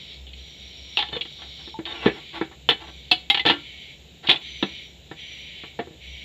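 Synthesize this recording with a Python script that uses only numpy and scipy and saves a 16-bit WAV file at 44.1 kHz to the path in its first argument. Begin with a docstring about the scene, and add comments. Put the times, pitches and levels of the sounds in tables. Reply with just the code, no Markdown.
"""On an outdoor wooden workbench, a thin steel bar is laid between steel pins and bent with a hand lever.
Bar and lever clink, slide and rattle: noise bursts and fading tones make the steel, the jig and the bench.
Behind, a cicada hisses in swelling phrases of shaped noise with a thin whistle, and a bush cricket chirps
very high. Steady noise makes an insect chorus and a low rumble; a wavering tone makes a faint far hum."""
import sys
import numpy as np
from scipy import signal
from scipy.fft import rfft, irfft, next_fast_len
from scipy.io import wavfile
from scipy.ndimage import uniform_filter1d, minimum_filter1d, map_coordinates

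SR = 44100
rng = np.random.default_rng(int(sys.argv[2]) if len(sys.argv) > 2 else 0)


def to_wav(s):
    """Save 16-bit WAV."""
    ch = np.atleast_2d(s).T  # columns
    pcm = np.round(np.clip(ch, -1, 1) * 32767)  # PCM
    wavfile.write(sys.argv[1], SR, pcm.astype(np.int16))


N = 275184
TIME = np.arange(N) / SR

# Tone colours of crowded short resonances: the bright clink of the steel and the middle clack of the jig. Each
# row: frequency in Hz, relative level per Hz in dB.
CLINK_COLOUR = [(1500, -53), (2000, -5.5), (2600, 1), (3400, 7.5), (4200, -2), (4900, -22), (7200, -39),
                (8200, -62.5), (15500, -58)]
CLACK_COLOUR = [(480, -76), (620, -21), (740, 7.5), (950, 1), (1200, -4), (1350, -3), (1530, -7), (1750, 9),
                (2200, -1), (3000, -10), (5000, -59.5)]
# The bite of a hard blow. Each row: frequency in Hz, relative level per Hz in dB.
BITE_COLOUR = [(3500, -18.5), (4400, -7), (5200, 13), (6000, -1), (7200, 0), (8200, -4.5), (12000, -4.5),
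               (15500, -30.5)]
# Ringing tones (modes) of the jig and its steel pins, and of the bench top.
# Each row: frequency in Hz, relative level in dB, time to fade by 60 dB in seconds.
JIG_MODES = [(711, -1, 0.091), (787.3, -2, 0.12), (855, 6.5, 0.038), (971, 0.5, 0.063), (1042, -3, 0.033),
             (1138, -6.5, 0.11), (1340, 2, 0.061), (1473, -12, 0.15), (1565, -6.5, 0.087), (1772, 2, 0.06),
             (1987, -6, 0.077), (2260, -4.5, 0.18)]
BENCH_MODES = [(148.4, -6.5, 0.068), (206, -11.5, 0.051), (276.4, -4.5, 0.07), (334.5, 2, 0.11),
               (415.4, -5, 0.086), (468.3, -6, 0.11)]


def amp(db):
    """Turn decibels into a gain."""
    return 10 ** (np.asarray(db) / 20)


def unit(x):
    """Scale a sound to an average (rms) level of 1."""
    return x / np.sqrt(np.mean(x ** 2) + 1e-20)


def wobble(rate):
    """Draw a smooth random curve through `rate` random points a second."""
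    return map_coordinates(rng.standard_normal(N // 8), [TIME * rate], mode="mirror")


def filtered(x, response):
    """Multiply each frequency in x by the gain that response(Hz) gives."""
    size = next_fast_len(N + 8192)
    hz = np.fft.rfftfreq(size, 1 / SR)
    return irfft(rfft(x, size) * response(hz), size)[:N]


def coloured(x, spectrum):
    """Shape x by a table of (Hz, dB) points and scale it to rms 1."""
    point_hz, point_db = np.transpose(spectrum)
    # the curve runs straight between points on a logarithmic frequency scale
    return unit(filtered(x, lambda hz: amp(np.interp(np.log(hz + 1), np.log(point_hz), point_db))))


def noise(spectrum):
    """Make hiss shaped by a (Hz, dB) table, at rms 1."""
    return coloured(rng.standard_normal(N), spectrum)


def narrow(hz, width_hz):
    """Make a tone blurred by random wobbling, like a noisily driven resonance following a pitch curve."""
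    phase = 2 * np.pi * np.cumsum(hz * np.ones(N)) / SR
    return unit(wobble(width_hz) * np.cos(phase) + wobble(width_hz) * np.sin(phase))


def gesture(start, length, attack, release, swell_db=0):
    """Rise over attack, hold while swelling by swell_db a second, then fall 20 dB per release time."""
    t = TIME - start
    held_db = swell_db * (np.clip(t, 0, length) - length / 2)
    fall_db = 20 * np.maximum(t - length, 0) / release
    return np.clip(t / attack, 0, 1) * amp(held_db - fall_db)


def add(track, s, sound):
    """Mix a sound into the track at s seconds."""
    part = track[round(s * SR):][:len(sound)]
    part += sound[:len(part)]


def fade(t, t60, attack):
    """Rise quickly, then die away by 60 dB every t60 seconds."""
    return amp(-60 * t / t60) * (1 - np.exp(-t / attack))


def struck(modes, t, scatter_db, detune):
    """Ring a set of fading tones; the grip shifts their strengths and pitches at every blow."""
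    hz, db, t60 = np.transpose(modes)[:, :, None]
    gain = amp(db + scatter_db * rng.standard_normal(hz.shape))
    hz = hz * (1 + detune * rng.standard_normal(hz.shape))
    waves = np.sin(2 * np.pi * (hz * t + rng.random(hz.shape))) * amp(-60 * t / t60)
    # scaled so that the set starts at rms 1, apart from its soft onset
    ringing = (gain * waves).sum(0) / np.sqrt(np.sum(gain ** 2) / 2)
    onset = (1 - np.exp(-t / 0.00036)) ** 2
    return ringing * onset


def yard(x, t60):
    """Add up scattered echoes from the wall and the ground, modelled as a burst of fading noise."""
    t = np.arange(SR // 2) / SR
    tail = rng.standard_normal(len(t)) * fade(t, t60, attack=0.0054)
    return signal.fftconvolve(x, tail / np.linalg.norm(tail))[:N]


def cicada():
    """Rasping phrases with a thin, grainy whistle that flares early, sags, and drops away as each runs out."""
    # Cicada phrases. 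Each row: start in seconds, length in seconds, low rasp level in relative dB,
    # high rasp level in relative dB, swell in dB per second, whistle length in seconds,
    # whistle starting pitch in Hz, whistle level in relative dB.
    phrases = [(-.1, 0.25, -45.5, -40, -5, 0.34, 5660, -61),
               (0.333, 0.73, -50, -43.5, 7, 0.65, 5690, -54.5),
               (1.215, 0.48, -50, -40.5, 6.5, .52, 5660, -55),
               (1.87, 0.56, -45, -45.5, -2, 0.3, 5577, -57.5),
               (2.738, 0.47, -51.5, -48, 15, 0.244, 5879, -61.5),
               (3.502, 0.4, -44, -47, 5, 0.47, 5940, -67),
               (4.398, 0.44, -41, -41.5, -8.5, 0.52, 5953, -54.5),
               (5.153, 0.52, -40.5, -44.5, -5.5, 0.33, 5884, -53.5),
               (5.991, 0.49, -41.5, -46, 3, 0.34, 5765, -55)]
    # The two body resonances. Each row: frequency in Hz, relative level per Hz in dB.
    low_rasp = [(1000, -43.5), (1600, -12.5), (1950, 5.5), (2250, 16), (2600, 9), (3100, 15), (3450, 10.5),
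                (4400, -46.5)]
    high_rasp = [(2200, -28), (2750, -20.5), (3100, -5), (3700, 2), (4050, -2), (4350, -10.5), (4800, -15),
                 (5150, -25.5), (6500, -32), (8500, -58)]
    phrase_attack_s, phrase_release_s = 0.043, 0.12
    whistle_attack_s, whistle_release_s = .09, 0.065
    whistle_sag_hz, whistle_drop_hz_per_s = 190, 1100
    whistle_rest_db = -13  # how loud the whistle stays after its flare, against the phrase
    idle_low_db, idle_high_db = -63, -53.5  # between phrases the rasp idles

    low, high, tone, tone_hz = np.zeros((4, N))
    for s, length, low_db, high_db, swell_db, whistle_s, hz, whistle_db in phrases:
        effort = gesture(s, length, phrase_attack_s, phrase_release_s, swell_db)
        low = np.maximum(low, amp(low_db) * effort)
        high = np.maximum(high, amp(high_db) * effort)
        flare = gesture(s, whistle_s, whistle_attack_s, whistle_release_s, 2 * swell_db)
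        tone += amp(whistle_db) * np.maximum(flare, amp(whistle_rest_db) * effort)
        # the pitch sags during the phrase and drops faster after it
        spent = np.minimum((TIME - s) / length, 1)
        overrun = np.clip(TIME - s - length, 0, phrase_release_s)
        pitch = hz - whistle_sag_hz * spent ** 2 - whistle_drop_hz_per_s * overrun
        tone_hz = np.where(TIME < s, tone_hz, pitch)
    rasp = amp(-1.0) * np.hypot(low, amp(idle_low_db)) * noise(low_rasp)
    rasp += amp(-2.3) * np.hypot(high, amp(idle_high_db)) * noise(high_rasp)
    rasp *= amp(.7 * wobble(16))
    grainy = narrow(tone_hz + 35 * wobble(14), width_hz=300) * amp(0.99 * wobble(110) + 1.9 * wobble(16))
    whistle = amp(-4.0) * tone * unit(grainy)
    # echoes off the wall comb the rasp into fixed narrow ridges
    return amp(-1.6) * (rasp + amp(-4.5) * yard(rasp, t60=0.051)) + whistle


def bush_cricket():
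    """Very high chirps, each rising in pitch and swelling then fading over one wing stroke."""
    stroke = (15.1 * TIME + .1 * wobble(5)) % 1  # 0 to 1 through each stroke, about 15 a second
    hz = 11300 + 750 * np.minimum(stroke / .55, 1)
    # it grows louder, by 0.4 dB a second, as it warms up
    loudness = amp(-81.5 + 0.4 * TIME)
    return loudness * narrow(hz, width_hz=300) * np.sin(np.pi * stroke)


def outdoors():
    """Far insects and low rumble from shaped noise, and the wavering hum of a distant motor."""
    # Steady insect chorus and outdoor rumble. Each row: frequency in Hz, relative level per Hz in dB.
    chorus = [(4000, -29.5), (5300, -11.5), (6300, -12), (6850, -4), (7550, -6), (8000, -20), (8700, -32.5),
              (10700, -35), (11600, -22.5), (13000, -25), (13700, -17.5), (15400, -31)]
    rumble = [(20, -43), (45, -12), (65, -1.5), (80, 1), (105, -9.5), (140, 0.5), (200, -6.5), (280, -12),
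              (430, -11), (750, -17.5), (1200, -31.5), (3000, -14), (8000, -59.5)]
    hum_hz = 65.5
    hum = np.sin(2 * np.pi * hum_hz * TIME + 0.83 * wobble(1.3)) * amp(-53.5 + 5.5 * wobble(9.5))
    insects = amp(-64.5) * noise(chorus) * amp(.6 * wobble(34))
    return insects + amp(-51.5) * noise(rumble) + hum


def landings(count):
    """Give each contact's time and three levels; a loose bar bounces, each flight shorter, each landing softer."""
    # Steel meeting pin or bench. Each row: time in seconds, clink level in relative dB,
    # clack level in relative dB, bench knock level in relative dB,
    # flight to the first bounce in seconds (0 = held fast).
    meetings = [(.268, -40, -61, -50, 0.021), (0.333, -37, -68, -57, 0.00038),
                (.971, -14, -25.5, -31, 0.018), (1.024, -25, -27.5, -41, 0), (1.087, -36, -45, -40, 0.0014),
                (1.128, -38, -33, -27, 0.0015), (1.165, -28.5, -37, -32.5, 0),
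                (1.21, -26.5, -45.5, -46, 0.0036), (1.252, -39, -42.5, -42, 0.002),
                (1.419, -39, -39.5, -66, 0.0023), (1.675, -57, -45.5, -35, 0.002),
                (1.789, -43, -35, -22.5, 0.0027), (1.854, -27, -46, -62, 0),
                (2.059, -24, -16.5, -9, 0.0099), (2.412, -35, -22, -22, 0.0014),
                (2.513, -52, -43, -47, 0.0065), (2.689, -11, -16, -18, 0.011), (3.1139, -9.5, -20, -24, 0),
                (3.3, -10, -23, -28.5, 0.00046), (3.345, -15, -24, -30, 0.0019), (3.373, -20, -29, -38, 0),
                (3.395, -18.5, -32.5, -37, 0.00097), (3.452, -20.5, -20, -16.5, 0.0029),
                (3.462, -12.5, -18.5, -19.5, .01), (3.486, -18, -43, -32, 0.0024),
                (3.497, -14.5, -18.5, -21, 0.0055), (4.271, -21, -47, -47, 0.003),
                (4.287, -20, -23.5, -18, 0.0017), (4.293, -11.5, -23, -34, .006),
                (4.313, -14, -39, -36, 0.00039), (4.359, -26.5, -49, -52, 0.00053),
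                (4.626, -18.5, -21.5, -15, 0), (5.112, -41.5, -33.5, -31, 0),
                (5.636, -51, -37, -34.5, 0.0022), (5.79, -37.5, -28.5, -23, 0.0049),
                (5.871, -57, -47.5, -35, 0.037)]
    bounce_shrink, steel_loss_db, bench_loss_db = .69, 6, 6
    for s, clink_db, clack_db, knock_db, flight in meetings:
        loose = flight > .003  # shorter flights make a single landing
        for k in range(count if loose else 1):
            steel_lost, bench_lost = k * steel_loss_db, k * bench_loss_db
            yield s, clink_db - steel_lost, clack_db - steel_lost, knock_db - bench_lost
            s += flight * bounce_shrink ** k


def contacts():
    """Each contact cracks, rings the steel and the jig, and thumps the bench."""
    # Bending modes of bar and lever, and the lever's highest modes, woken only by hard blows.
    # Each row: frequency in Hz, relative level in dB, time to fade by 60 dB in seconds.
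    steel_modes = [(2256, -8, .08), (2485, -7.5, .08), (2635, -7, .09), (2863, -3, .1), (2985, -4, .11),
                   (3222, -1, .1), (3424, -3, .11), (3518, -2, .1), (3829, -6, .09), (4015, -8, .09),
                   (4330, -13, .08), (4745, -22, .11)]
    ping_modes = [(7020, 6, 0.065), (8900, -9, 0.12), (11400, -8, 0.13), (14360, -12, .1)]
    # Tone colour of the low, dull bench knock. Each row: frequency in Hz, relative level per Hz in dB.
    knock_colour = [(50, -51.5), (110, -13.5), (200, -8), (340, -1), (480, -1), (590, -12.5), (900, -24.5),
                    (2000, -88)]
    contact_t60_s = 0.094

    out, t = np.zeros(N), np.arange(SR // 3) / SR
    colours = (BITE_COLOUR, CLINK_COLOUR, CLACK_COLOUR, knock_colour)
    bite, clink, clack, knock = (np.pad(noise(colour), (0, len(t))) for colour in colours)
    # the plank gives way and springs back once
    u = t / 0.0011 - np.pi
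    push = (1 - 2 * u ** 2) * np.exp(-u ** 2)
    for s, clink_db, clack_db, knock_db in landings(count=4):
        now = slice(round(s * SR), round(s * SR) + len(t))
        crack = amp(-4) * fade(t, 0.041, attack=0.0009)
        steel = clink[now] * (amp(-8.5) * fade(t, contact_t60_s, attack=0.00017) + crack)
        # the grip changes each steel mode a lot from blow to blow
        steel += amp(-3.0) * struck(steel_modes, t, scatter_db=6, detune=0.0053)
        # a harder blow is briefer, so its treble grows faster than its level
        treble = bite[now] * fade(t, 0.077, attack=.0005)
        treble += amp(-5) * struck(ping_modes, t, scatter_db=3.5, detune=0.0026)
        steel += amp(-9.0 + 1.78 * clink_db) * treble
        jig = clack[now] * amp(-5) * fade(t, contact_t60_s, attack=0.0024)
        jig += amp(-1.5) * struck(JIG_MODES, t, scatter_db=1.0, detune=0.0058)
        wood = knock[now] * amp(-10) * fade(t, 0.12, attack=.001) + amp(-4.5) * push
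        wood += amp(-4.0) * struck(BENCH_MODES, t, scatter_db=6.0, detune=0.027)
        add(out, s, amp(clink_db) * steel + amp(clack_db) * jig + amp(knock_db) * wood)
    return out


def rings():
    """Short notes of bar and bench: high ones from the steel, low ones from the bench top."""
    # Each row: start in seconds, pitch in Hz, level in dB, time to fade by 60 dB in seconds.
    notes = [(.985, 836, -26, 0.26), (1.164, 474, -21.5, 0.063), (1.21, 3334, -14.5, 0.034),
             (1.742, 885, -29.5, 0.15), (2.062, 213, -9, 0.042), (2.063, 416, -5.5, 0.062),
             (2.412, 330.8, -16, 0.094), (2.691, 2987, -9, 0.12), (3.114, 734.4, -17.5, 0.14),
             (3.115, 2634, -6, 0.056), (3.113, 4298, -5, 0.022), (3.301, 809, -25, 0.31),
             (3.301, 2120, -15, 0.11), (3.395, 2025, -19, 0.1), (3.469, 1773, -21, .19),
             (3.497, 943.3, -17.5, 0.11), (3.505, 1393, -30.5, 0.2), (3.51, 291, -24.5, 0.25),
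             (4.293, 3500, -10, .11), (4.627, 195.4, -21.5, .1), (4.629, 291, -19.5, 0.1),
             (5.794, 266, -25.5, .1), (5.796, 703, -26.5, 0.12)]
    out, t = np.zeros(N), np.arange(SR // 2) / SR
    for s, hz, db, t60 in notes:
        main = np.sin(2 * np.pi * hz * t)
        # each note has a weaker twin, 48 Hz higher, that beats with it
        twin = amp(-13.0) * np.sin(2 * np.pi * ((hz + 48) * t + rng.random()))
        add(out, s, amp(db) * fade(t, t60, attack=0.0011) * (main + twin))
    return out


def scrape():
    """Rust catches in dense tiny slips that shake the jig, and the sliding bar squeals."""
    # The bar dragged over pins and wood.
    # Each row: start in seconds, length in seconds, friction level in relative dB.
    drags = [(1.11, 0.049, -41), (1.377, 0.082, -51), (1.58, 0.041, -52), (1.849, 0.2, -41),
             (2.033, 0.035, -33.5), (2.136, 0.048, -44), (2.325, 0.056, -37), (2.786, 0.09, -44.5),
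             (3.468, 0.069, -36), (4.227, .05, -40.5), (4.286, 0.036, -30.5)]
    # The bar squeals as it is pushed through the pins.
    # Each row: start in seconds, length in seconds, starting pitch in Hz, level in relative dB.
    slides = [(1.052, 0.04013, 3660, -43.5), (1.122, .05, 3650, -34), (1.856, 0.074, 3733, -37),
              (1.948, 0.16, 2910, -41.5), (4.229, .04, 3890, -48)]
    # The sliding bar's close modes. Each row: pitch as a ratio to the main one, relative level in dB.
    slide_modes = [(0.488, -10), (.71, -11), (0.83, 1.5), (1, 7.5), (1.17, -4)]
    drag_attack_s, drag_release_s, drag_swell_db_per_s = 0.022, 0.059, 3
    slide_attack_s, slide_release_s, slide_sag_hz_per_s = .008, 0.02, 1900
    slips_per_s, slip_uneven_db = 5000, 2.2  # how often and how unevenly the rust catches

    drag = np.zeros(N)
    for s, length, db in drags:
        drag += amp(db) * gesture(s, length, drag_attack_s, drag_release_s, drag_swell_db_per_s)
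    caught = rng.random(N) < slips_per_s / SR
    slips = rng.standard_normal(N) * caught * amp(slip_uneven_db * wobble(90))
    body = struck(JIG_MODES + BENCH_MODES, np.arange(SR // 4) / SR, scatter_db=3.0, detune=0.003)
    rub = amp(-9.5) * coloured(slips, CLACK_COLOUR) + amp(-4.5) * coloured(slips, CLINK_COLOUR)
    rub += amp(-0.5) * unit(signal.fftconvolve(slips, body)[:N])
    rub += amp(-31) * coloured(slips, BITE_COLOUR)
    # the rubbed length grows as the bar is pushed through, so the squeal sinks
    slide, slide_hz = np.zeros(N), np.zeros(N)
    for s, length, hz, db in slides:
        slide += amp(db) * gesture(s, length, slide_attack_s, slide_release_s)
        sinking_hz = hz - slide_sag_hz_per_s * np.minimum(TIME - s, length)
        slide_hz = np.where(TIME < s, slide_hz, sinking_hz)
    # higher modes are damped more, so they are wider
    squeal = sum(amp(db) * narrow(slide_hz * ratio, width_hz=260 * ratio ** 3) for ratio, db in slide_modes)
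    return drag * rub + amp(-6.5) * slide * squeal


def scene():
    """Mix the work at the bench, with its echoes, among the outdoor sounds."""
    # deep bass is cut from the work
    bass_cut = signal.butter(2, 85, "high", fs=SR, output="sos")
    work = signal.sosfilt(bass_cut, contacts() + rings() + scrape())
    return (work + amp(-16.5) * yard(work, t60=0.25) + cicada() + bush_cricket() + outdoors())[None]


def record(dry):
    """A limiter ducks the highest peaks, then everything above the band limit is removed."""
    ceiling, top_hz = .9, 15500
    needed = ceiling / np.maximum(np.abs(dry[0]), ceiling)
    # the gain dips around each peak and is smoothed over 161 samples
    gain = uniform_filter1d(minimum_filter1d(needed, size=161), size=161)
    return filtered(dry[0] * gain, lambda hz: hz < top_hz)[None]


dry = scene()
out = record(dry)
to_wav(out)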